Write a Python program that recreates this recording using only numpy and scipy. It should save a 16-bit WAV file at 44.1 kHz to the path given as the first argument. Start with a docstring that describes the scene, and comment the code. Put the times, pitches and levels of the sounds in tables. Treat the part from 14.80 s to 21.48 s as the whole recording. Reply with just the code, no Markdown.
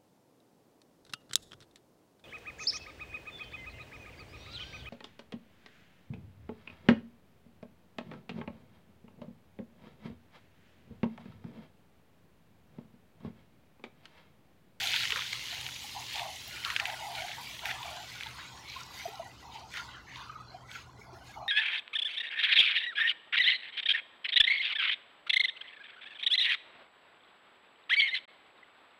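"""Small waves on a stony lake shore

A wash drains away, then weaker laps follow, each a swarm of tiny ringing bubbles and fizzing spray.
Crests slap the stones, little waves fold over, and trapped air gurgles and glugs in the gaps.
A distant town rumbles and hums across the water."""
import sys
import numpy as np
from scipy import signal
from scipy.fft import rfft, irfft, next_fast_len
from scipy.io import wavfile
from scipy.ndimage import uniform_filter1d, map_coordinates

SR = 44100
rng = np.random.default_rng(int(sys.argv[2]) if len(sys.argv) > 2 else 0)


def to_wav(s):
    """Save 16-bit WAV."""
    ch = np.atleast_2d(s).T  # columns
    pcm = np.round(np.clip(ch, -1, 1) * 32767)  # PCM
    wavfile.write(sys.argv[1], SR, pcm.astype(np.int16))


N = 294588


def amp(db):
    """Turn decibels (dB) into a number to multiply a sound by."""
    return 10 ** (np.asarray(db) / 20)


def unit(x):
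    """Scale a sound to an average (rms) level of 1."""
    return x / np.sqrt(np.mean(x ** 2) + 1e-20)


def even(swarm):
    """Hold a sound's level near 1, smoothing out its slow ups and downs."""
    return swarm / np.sqrt(np.abs(uniform_filter1d(swarm ** 2, size=4000)) + 1e-6)


def curve(rows):
    """Join (seconds, value) points with straight lines, one value per sample."""
    return np.interp(np.arange(N) / SR, *np.transpose(rows))


def wobble(rate):
    """A smooth random curve through `rate` points a second."""
    return map_coordinates(rng.standard_normal(int(N * rate / SR) + 4), [np.arange(N) * rate / SR])


def swell(age, rise_s):
    """A rounded loudness shape that reaches 1 after rise_s seconds, then dies."""
    u = np.maximum(age, 0) / rise_s
    return (u * np.exp(1 - u)) ** 2


def filtered(x, response):
    """Multiply each frequency in x by response(hz)."""
    size = next_fast_len(N + SR // 2)
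    return irfft(rfft(x, size) * response(np.fft.rfftfreq(size, 1 / SR)), size)[:N]


def coloured(x, points):
    """Shape the tone of x with (Hz, dB) points and bring it to level 1."""
    f, db = np.transpose(points)
    return unit(filtered(x, lambda hz: amp(np.interp(np.log(hz + 1), np.log(f), db))))


def patchy(x, depth_db):
    """Make small random patches of pitch and time louder or softer."""
    spectrum = signal.stft(x, nperseg=1024)[2]
    patches = uniform_filter1d(rng.standard_normal(spectrum.shape), size=5, axis=0)
    patches = uniform_filter1d(patches, size=7, axis=1)
    return signal.istft(spectrum * amp(depth_db * unit(patches)), nperseg=1024)[1][:N]


def stones(x, echo_db, echo_s):
    """Nearby stones add a short, dense echo that fades by 60 dB in echo_s seconds."""
    t = np.arange(SR // 8) / SR
    tail = rng.standard_normal(len(t)) * amp(-60 * t / echo_s) * (1 - np.exp(-t / 0.0031))
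    return x + amp(echo_db) * signal.fftconvolve(x, tail / np.linalg.norm(tail))[:N]


def bubbles(starts, hz, cycles, spread_db, onset, size):
    """Each bubble rings for `size` samples: a fading tone that rises slightly in pitch."""
    age = np.arange(size) / SR * hz[:, None] / cycles  # reaches 1 after `cycles` vibrations
    strength = amp(spread_db * np.minimum(rng.exponential(size=(len(hz), 1)), 4))
    sign = rng.choice([-1, 1], (len(hz), 1))
    tone = np.sin(2 * np.pi * cycles * age * (1 + 0.011 * age))
    ring = tone * np.exp(-age) * (1 - np.exp(-age / onset)) ** 2
    places = starts[:, None] + np.arange(size)
    return unit(np.bincount(places.ravel(), (sign * strength * ring).ravel(), N + size)[:N])


def froth(low_hz, high_hz, cycles, spread_db, count, size):
    """A steady swarm of small bubbles and droplets within a range of pitches."""
    hz = low_hz * (high_hz / low_hz) ** rng.random(count)
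    return bubbles(rng.integers(0, N, count), hz, cycles, spread_db, onset=0.062, size=size)


def flow():
    """Strength in dB of splash, wash and fizz: each lap swells and drains, over the fading foam."""
    # Foam left by the first wave. Each row: time in seconds, level in dB.
    foam = [(0.0, -40.5), (0.57, -46), (2.77, -52.5), (4.3, -59), (5.39, -63), (5.64, -67), (6.68, -68.5)]
    # The foam's splash, wash and fizz. Each row: dB above the foam, extra dB lost per dB it has faded.
    foam_sounds = [(-21, 1.5), (3, 0.5), (2, 0.16)]
    # Little waves running up the stones. Each row: crest time, run-up time and drain time in seconds,
    # then strength of splash, wash and fizz in dB.
    waves = [(0.03, 0.077, 0.22, -46, -35, -42), (0.16, 0.06, 0.13, -42.5, -31.5, -43),
             (0.375, 0.018, 0.086, -45, -35.5, -50), (0.539, 0.044, 0.07, -72, -41, -55),
             (0.72, 0.1, 0.15, -51.5, -40, -58), (1.375, 0.09, 0.075, -50, -38.5, -47.5),
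             (1.77, 0.071, 0.071, -46.5, -46, -70), (1.88, 0.064, 0.15, -43.5, -42.5, -49),
             (2.07, 0.028, 0.14, -43.5, -44, -57.5), (2.39, 0.055, 0.094, -43.5, -40.5, -48),
             (2.51, 0.052, 0.068, -44.5, -44.5, -67), (2.72, 0.14, 0.2, -74, -46.5, -54),
             (2.89, 0.055, 0.069, -41.5, -41, -47), (3.08, 0.13, 0.51, -52, -47, -51.5),
             (3.419, 0.13, 0.13, -49.5, -49, -54), (3.62, 0.049, 0.088, -51, -52, -71),
             (3.94, 0.084, 0.1, -79, -43, -54.5), (4.0, 0.043, 0.046, -50, -61, -51.5),
             (4.19, 0.073, 0.19, -50.5, -46, -49), (4.755, 0.05, 0.094, -61, -52, -56.5),
             (4.97, 0.059, 0.086, -45, -46.5, -47), (5.12, 0.03, 0.077, -70, -51.5, -70),
             (5.38, 0.084, 0.14, -53.5, -49.5, -56.5), (5.75, 0.076, 0.1, -60.5, -59.5, -65),
             (5.96, 0.074, 0.062, -49.5, -50.5, -51.5), (6.21, 0.033, 0.08, -57, -85, -61.5),
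             (6.35, 0.034, 0.16, -59, -66, -61), (6.49, 0.06, 0.097, -54.5, -56, -56)]
    t = np.arange(N) / SR
    foam_db = curve(foam)
    faded_db = np.maximum(-54 - foam_db, 0)  # -54 dB is a full blanket of foam
    power = np.array([amp(foam_db + db - loss * faded_db) ** 2 for db, loss in foam_sounds])
    for crest, run_up, drain, *levels_db in waves:
        rising = (np.minimum(t - crest, 0) / run_up) ** 2
        draining = (np.maximum(t - crest, 0) / drain) ** 1.1  # the last water drains fastest
        power += np.outer(amp(levels_db), np.exp(-rising - draining)) ** 2
    return 10 * np.log10(power)


def laps(splash_db, wash_db, fizz_db):
    """Strong water is a dense froth; as it slackens, single ringing bubbles take over."""
    # The tone of four layers of water. Each row: frequency in Hz, boost or cut in dB.
    splash_tone = [(250, -68), (600, -19), (1130, -16), (1450, 5), (2000, 3), (2450, 9), (3200, -36),
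                   (6000, -55)]
    wash_tone = [(1000, -50), (1750, -0.5), (2000, 0), (2400, -2.5), (3100, 2), (4300, 3), (6000, -9.5),
                 (9000, -62)]
    fizz_tone = [(2000, -23), (3400, -10.5), (4200, -3.5), (4600, -2.5), (5400, -5), (6600, -5),
                 (8200, -19), (12000, -36)]
    spray_tone = [(4000, -15), (7000, 1.5), (8500, -1.5), (11000, -2.5), (15800, -4.5)]
    # How the finest spray thins as foam bursts. Each row: time in seconds, loss in dB.
    spray_loss = [(0, 3.5), (2.8, -0.5), (3.7, 4), (4.25, 2), (5.0, 8.5), (6.3, 4.5)]

    def blend(tone, thick, thin, froth_db):
        """Mix froth and single bubbles, half and half when the wash is at froth_db."""
        share = 1 / (1 + amp(froth_db - wash_db) ** 2)
        dense = even(coloured(patchy(thick, depth_db=2), tone))
        sparse = even(coloured(patchy(stones(thin, echo_db=4, echo_s=0.11), depth_db=3.8), tone))
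        return np.sqrt(share) * dense + np.sqrt(1 - share) * sparse

    thick = froth(290, 3170, cycles=4.5, spread_db=5, count=9000, size=700)
    thin = froth(293.6, 3055, cycles=15, spread_db=3, count=1800, size=1500)
    splash = blend(splash_tone, thick, thin, froth_db=-45)
    thick = froth(2070, 3930, cycles=1.28, spread_db=3, count=20000, size=160)
    thin = froth(1868, 5110, cycles=12, spread_db=2.8, count=3500, size=1000)
    wash = blend(wash_tone, thick, thin, froth_db=-53)
    fizz = froth(2980, 9240, cycles=2.4, spread_db=4, count=12000, size=100)
    fizz += amp(8) * rng.standard_normal(N)
    spray = froth(9000, 14200, cycles=1, spread_db=5, count=3000, size=60)
    spray += amp(8.5) * rng.standard_normal(N)
    spray_db = -58.5 + 0.98 * (fizz_db + 51) - curve(spray_loss) + 0.85 * wobble(30)
    return (amp(splash_db) * splash + amp(wash_db - 1.5) * wash
            + amp(fizz_db - 4) * even(coloured(patchy(fizz, depth_db=1.5), fizz_tone))
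            + amp(spray_db) * coloured(patchy(spray, depth_db=1.5), spray_tone))


def hollows(water, wash_db, depth_db=5):
    """Ebbing water bares hollows between the stones: some colour its tone steadily, others shift."""
    # The steady hollows. Each row: pitch in Hz, half width in Hz, boost or cut in dB.
    cavities = [(1310, 56, 5), (1840, 124, -3.5), (2000, 55, 3.5)]

    def colour(hz):
        return amp(sum(db * np.exp(-((hz - centre) / width) ** 2) for centre, width, db in cavities))

    bare = 1 / (1 + amp(wash_db + 45) ** 2)  # half bare when the wash is at -45 dB
    patch_gain = np.exp((depth_db * np.log(10) / 20) ** 2)  # level that the patches add on average
    return (1 - bare) * water + bare * patchy(filtered(water, colour), depth_db) / patch_gain


def bubbling(start, length, pitch_hz, scatter, count):
    """A run of softly starting bubbles, scattered around a pitch that sinks a little."""
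    progress = (np.arange(count) + rng.random(count)) / count
    starts = np.clip((start + length * progress) * SR, 0, N - 1).astype(int)
    hz = pitch_hz * (1 - 0.019 * (progress - 0.5)) * np.exp(scatter * rng.standard_normal(count))
    return even(bubbles(starts, hz, cycles=3.6, spread_db=2.2, onset=0.7, size=1800))


def gurgle(fill_s=0.027, empty_s=0.085):
    """Each gap between stones fills and empties, bubbling at its own pitch, over an unbroken trickle whose
    level wavers."""
    # Water filling a gap. Each row: start and length in seconds, level in dB, pitch in Hz.
    fills = [(0.0, 0.14, -48, 801), (0.534, 0.06, -47, 1126), (0.703, 0.26, -58.5, 820),
             (1.14, 0.12, -43.5, 860), (1.333, 0.22, -46, 846), (1.379, 0.2, -46, 727),
             (1.851, 0.14, -47.5, 1220), (2.001, 0.22, -45.5, 774), (2.183, 0.37, -44.5, 761),
             (2.56, 0.12, -48, 905), (2.811, 0.19, -46, 770), (2.939, 0.2, -47.5, 1025),
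             (3.03, 0.25, -47.5, 725), (3.533, 0.18, -54.5, 1064), (3.686, 0.19, -56, 916),
             (3.951, 0.24, -55, 1008), (4.221, 0.32, -51, 790), (4.624, 0.3, -52.5, 884),
             (4.96, 0.22, -53, 1010), (5.127, 0.13, -50.5, 1400), (5.261, 0.14, -50, 2010),
             (5.349, 0.14, -49.5, 1010), (5.362, 0.32, -53, 1280), (5.689, 0.2, -59.5, 682),
             (6.247, 0.23, -56.5, 704), (6.549, 0.26, -46, 738), (6.552, 0.18, -53, 1104)]
    # What the gaps let ring. Each row: frequency in Hz, boost or cut in dB.
    gap_tone = [(430, -36), (560, -9.5), (650, 1), (2200, -2)]
    t = np.arange(N) / SR
    trickle_db = -62 + 2.5 * wobble(12)
    out = amp(trickle_db) * bubbling(0, t[-1], pitch_hz=1017, scatter=0.197, count=900)
    for start, length, db, hz in fills:
        fade = np.clip(np.minimum((t - start) / fill_s, (start + length - t) / empty_s), 0, 1)
        out += amp(db) * fade * bubbling(start, length, hz, scatter=0.115, count=48)
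    return np.std(out) * coloured(out, gap_tone)


def town():
    """Far traffic rumbles and machines give a fluttering hum; both slowly ease."""
    # The traffic's tone. Each row: frequency in Hz, boost or cut in dB.
    traffic_tone = [(20, -19), (32, -16), (55, 2.5), (100, 1.5), (260, -4.5), (450, -8.5), (1500, -14.5),
                    (3000, -48), (15000, -58)]
    # Machine hums. Each row: pitch in Hz, level in dB before the easing, width of the flutter in Hz.
    machines = [(75.5, -68.5, 13), (123.2, -62.5, 11)]
    t = np.arange(N) / SR
    out = amp(-60) * coloured(rng.standard_normal(N), traffic_tone)
    for hz, db, width in machines:
        flutter = 1.07 + wobble(2 * width) + 1j * wobble(2 * width)  # shakes both level and pitch
        out += amp(db) * unit(np.real(flutter * np.exp(2j * np.pi * hz * t)))
    return amp(1.5 - 0.09 * t) * out


def droplets(fizz_db):
    """Spray falls back in tiny ticks, louder when the fizz is strong; a few drops land close by."""
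    # The close drops. Each row: start in seconds, peak level in dB, pitch in Hz.
    drops = [(0.038, -30, 13400), (0.8125, -39, 10400), (1.6794, -35, 14500), (2.857, -35, 11900),
             (3.899, -35, 5550), (4.007, -38, 5730), (4.034, -34.5, 5750), (4.259, -43, 12500),
             (4.29, -43, 12500), (4.356, -38, 5030)]
    ticks = froth(2400, 8000, cycles=1.3, spread_db=1.5, count=200, size=200)
    near, t = np.zeros(N + SR), np.arange(SR // 100) / SR
    for start, db, hz in drops:
        near[round(start * SR):][:len(t)] += amp(db) * np.sin(2 * np.pi * hz * t) * swell(t, 0.0003)
    return stones(amp(fizz_db - 13.5) * ticks + near[:N], echo_db=-5, echo_s=0.03)


def glugs():
    """A large air pocket pinches off, swells for a few vibrations and dies as its pitch rises."""
    # Each row: start in seconds, starting pitch in Hz, peak level in dB.
    big_bubbles = [(0.055, 1364, -37.5), (0.139, 897, -41), (0.323, 433, -45), (0.365, 525, -46.5),
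                   (0.725, 694, -46), (1.04, 798, -42.5), (1.415, 763, -34), (1.741, 332, -52),
                   (2.003, 786, -41), (2.09, 793, -34), (2.265, 802, -38.5), (2.575, 890, -40),
                   (2.579, 490, -57), (3.458, 868, -40), (3.959, 1025, -38.5), (4.253, 677, -31.5),
                   (4.278, 408, -42.5), (4.394, 660, -33), (4.752, 870, -38.5), (5.493, 1216, -36.5),
                   (5.555, 1226, -38.5), (5.604, 1220, -41), (5.742, 707, -39.5), (6.186, 407, -53),
                   (6.327, 352, -46.5)]
    out, t = np.zeros(N + SR), np.arange(SR // 10) / SR
    for start, hz, db in big_bubbles:
        ring = np.sin(2 * np.pi * hz * t * (1 + 1.36 * t))
        out[round(start * SR):][:len(t)] += amp(db) * ring * swell(t, rise_s=0.0073)
    return stones(out[:N], echo_db=-12, echo_s=0.16)


def slaps():
    """A crest closes on a stone: a short round pop, then trapped air rings lower and water spatters."""
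    # Each row: start in seconds, peak level in dB, base pitch in Hz, boost of air and spatter in dB.
    crests = [(0.072, -19, 3300, -9), (0.1354, -18.5, 2880, -16), (0.141, -19, 2900, -10),
              (0.162, -16, 2950, -20), (0.234, -20.5, 2780, -4), (0.2394, -23.5, 1890, -6),
              (0.2532, -19, 2560, -3.5), (0.3053, -17, 2820, -4), (0.3217, -15.5, 2570, -8.5),
              (0.3596, -17, 1690, -6), (0.390, -28, 1800, -4), (0.421, -23, 1860, -13),
              (0.529, -23.5, 2720, 4), (0.865, -26.5, 2800, -3), (0.889, -30.5, 1970, -3),
              (0.962, -31.5, 3080, -4), (1.357, -24, 3130, -3), (1.380, -31, 3500, -1),
              (1.395, -23.5, 2300, -7), (1.849, -18, 3470, -8), (1.902, -24, 2540, 4),
              (1.9634, -11.5, 2280, -5), (1.9986, -15, 2350, -5.5), (2.055, -18, 2520, -1),
              (2.1, -25, 2380, -2), (2.352, -26.5, 3360, -6), (2.421, -28, 2680, -2),
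              (2.5158, -28, 2150, -17), (2.792, -31, 2800, -3), (2.856, -20, 2140, -7),
              (2.911, -23, 2310, 9), (3.030, -29.5, 3140, -7), (3.355, -35, 3150, -9),
              (3.409, -24.5, 2000, -11), (3.428, -31.5, 1820, -10), (3.434, -26.5, 3020, -9),
              (3.469, -29.5, 3170, -17), (4.9392, -32, 2240, -1), (4.9714, -27.5, 1810, 5),
              (5.359, -34, 3200, -11), (5.915, -33.5, 3130, -8)]
    # Air pockets that ring after a slap. Each row: typical delay in seconds, share of the base pitch,
    # relative level in dB, rise time in seconds.
    pockets = [(.0005, 0.788, -4, 0.0012), (.0027, 0.727, -9, 0.001)]

    def pop(age, hz, rise_s):
        return np.sin(2 * np.pi * hz * age) * swell(age, rise_s)

    out, t = np.zeros(N + SR), np.arange(SR // 30) / SR
    spatter_band = signal.butter(2, [1500, 4500], "band", fs=SR)
    for start, db, hz, air_db in crests:
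        air = sum(amp(level) * pop(t - delay * rng.uniform(0.8, 1.2), hz * share, rise_s)
                  for delay, share, level, rise_s in pockets)
        spatter = signal.lfilter(*spatter_band, rng.standard_normal(len(t))) * amp(-60 * t / 0.024)
        hit = pop(t, hz * 1.12, rise_s=0.00047) + amp(air_db) * (air + spatter)
        out[round(start * SR):][:len(t)] += amp(db) * hit / np.abs(hit).max()
    return stones(out[:N], echo_db=-11, echo_s=0.02)


def plunges():
    """A little wave folds over, traps a cloud of like-sized bubbles and throws some spray."""
    # Each row: start in seconds, level at its loudest in dB, pitch in Hz, rise time in seconds.
    folding_waves = [(0.292, -43, 1210, 0.024), (0.357, -41, 1250, 0.02), (1.845, -39.5, 1400, 0.019),
                     (1.885, -37, 1747, 0.021), (1.983, -37.5, 1660, 0.02), (2.849, -37, 2270, 0.0081),
                     (2.899, -33, 2160, 0.0092), (3.576, -46.5, 1570, 0.019), (4.72, -52, 2780, 0.037),
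                     (4.939, -38, 1850, 0.028), (5.92, -51, 2620, 0.04)]
    out, t = np.zeros(N + SR), np.arange(SR // 4) / SR
    cloud = froth(792, 5360, cycles=6.3, spread_db=0.5, count=14000, size=500)
    for start, db, hz, rise_s in folding_waves:
        first = round(start * SR)
        tone = [(hz * 0.5, -32), (hz * 0.8, -4), (hz, 0), (hz * 1.8, -10), (hz * 4, -20)]
        body = coloured(cloud, tone)[first:][:len(t)]
        spray = amp(-26) * rng.standard_normal(len(t))
        out[first:][:len(t)] += amp(db) * (body + spray) * swell(t, rise_s)
    return out[:N]


def scene():
    """The shore close by and the town behind it, in one channel."""
    splash_db, wash_db, fizz_db = flow()
    water = hollows(laps(splash_db, wash_db, fizz_db), wash_db) + plunges()
    return (water + slaps() + droplets(fizz_db) + gurgle() + glugs() + town())[None]


def record(dry):
    """Cut off the very highest treble."""
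    return filtered(dry[0], lambda hz: hz < 15850)[None]


dry = scene()
out = record(dry)
to_wav(out)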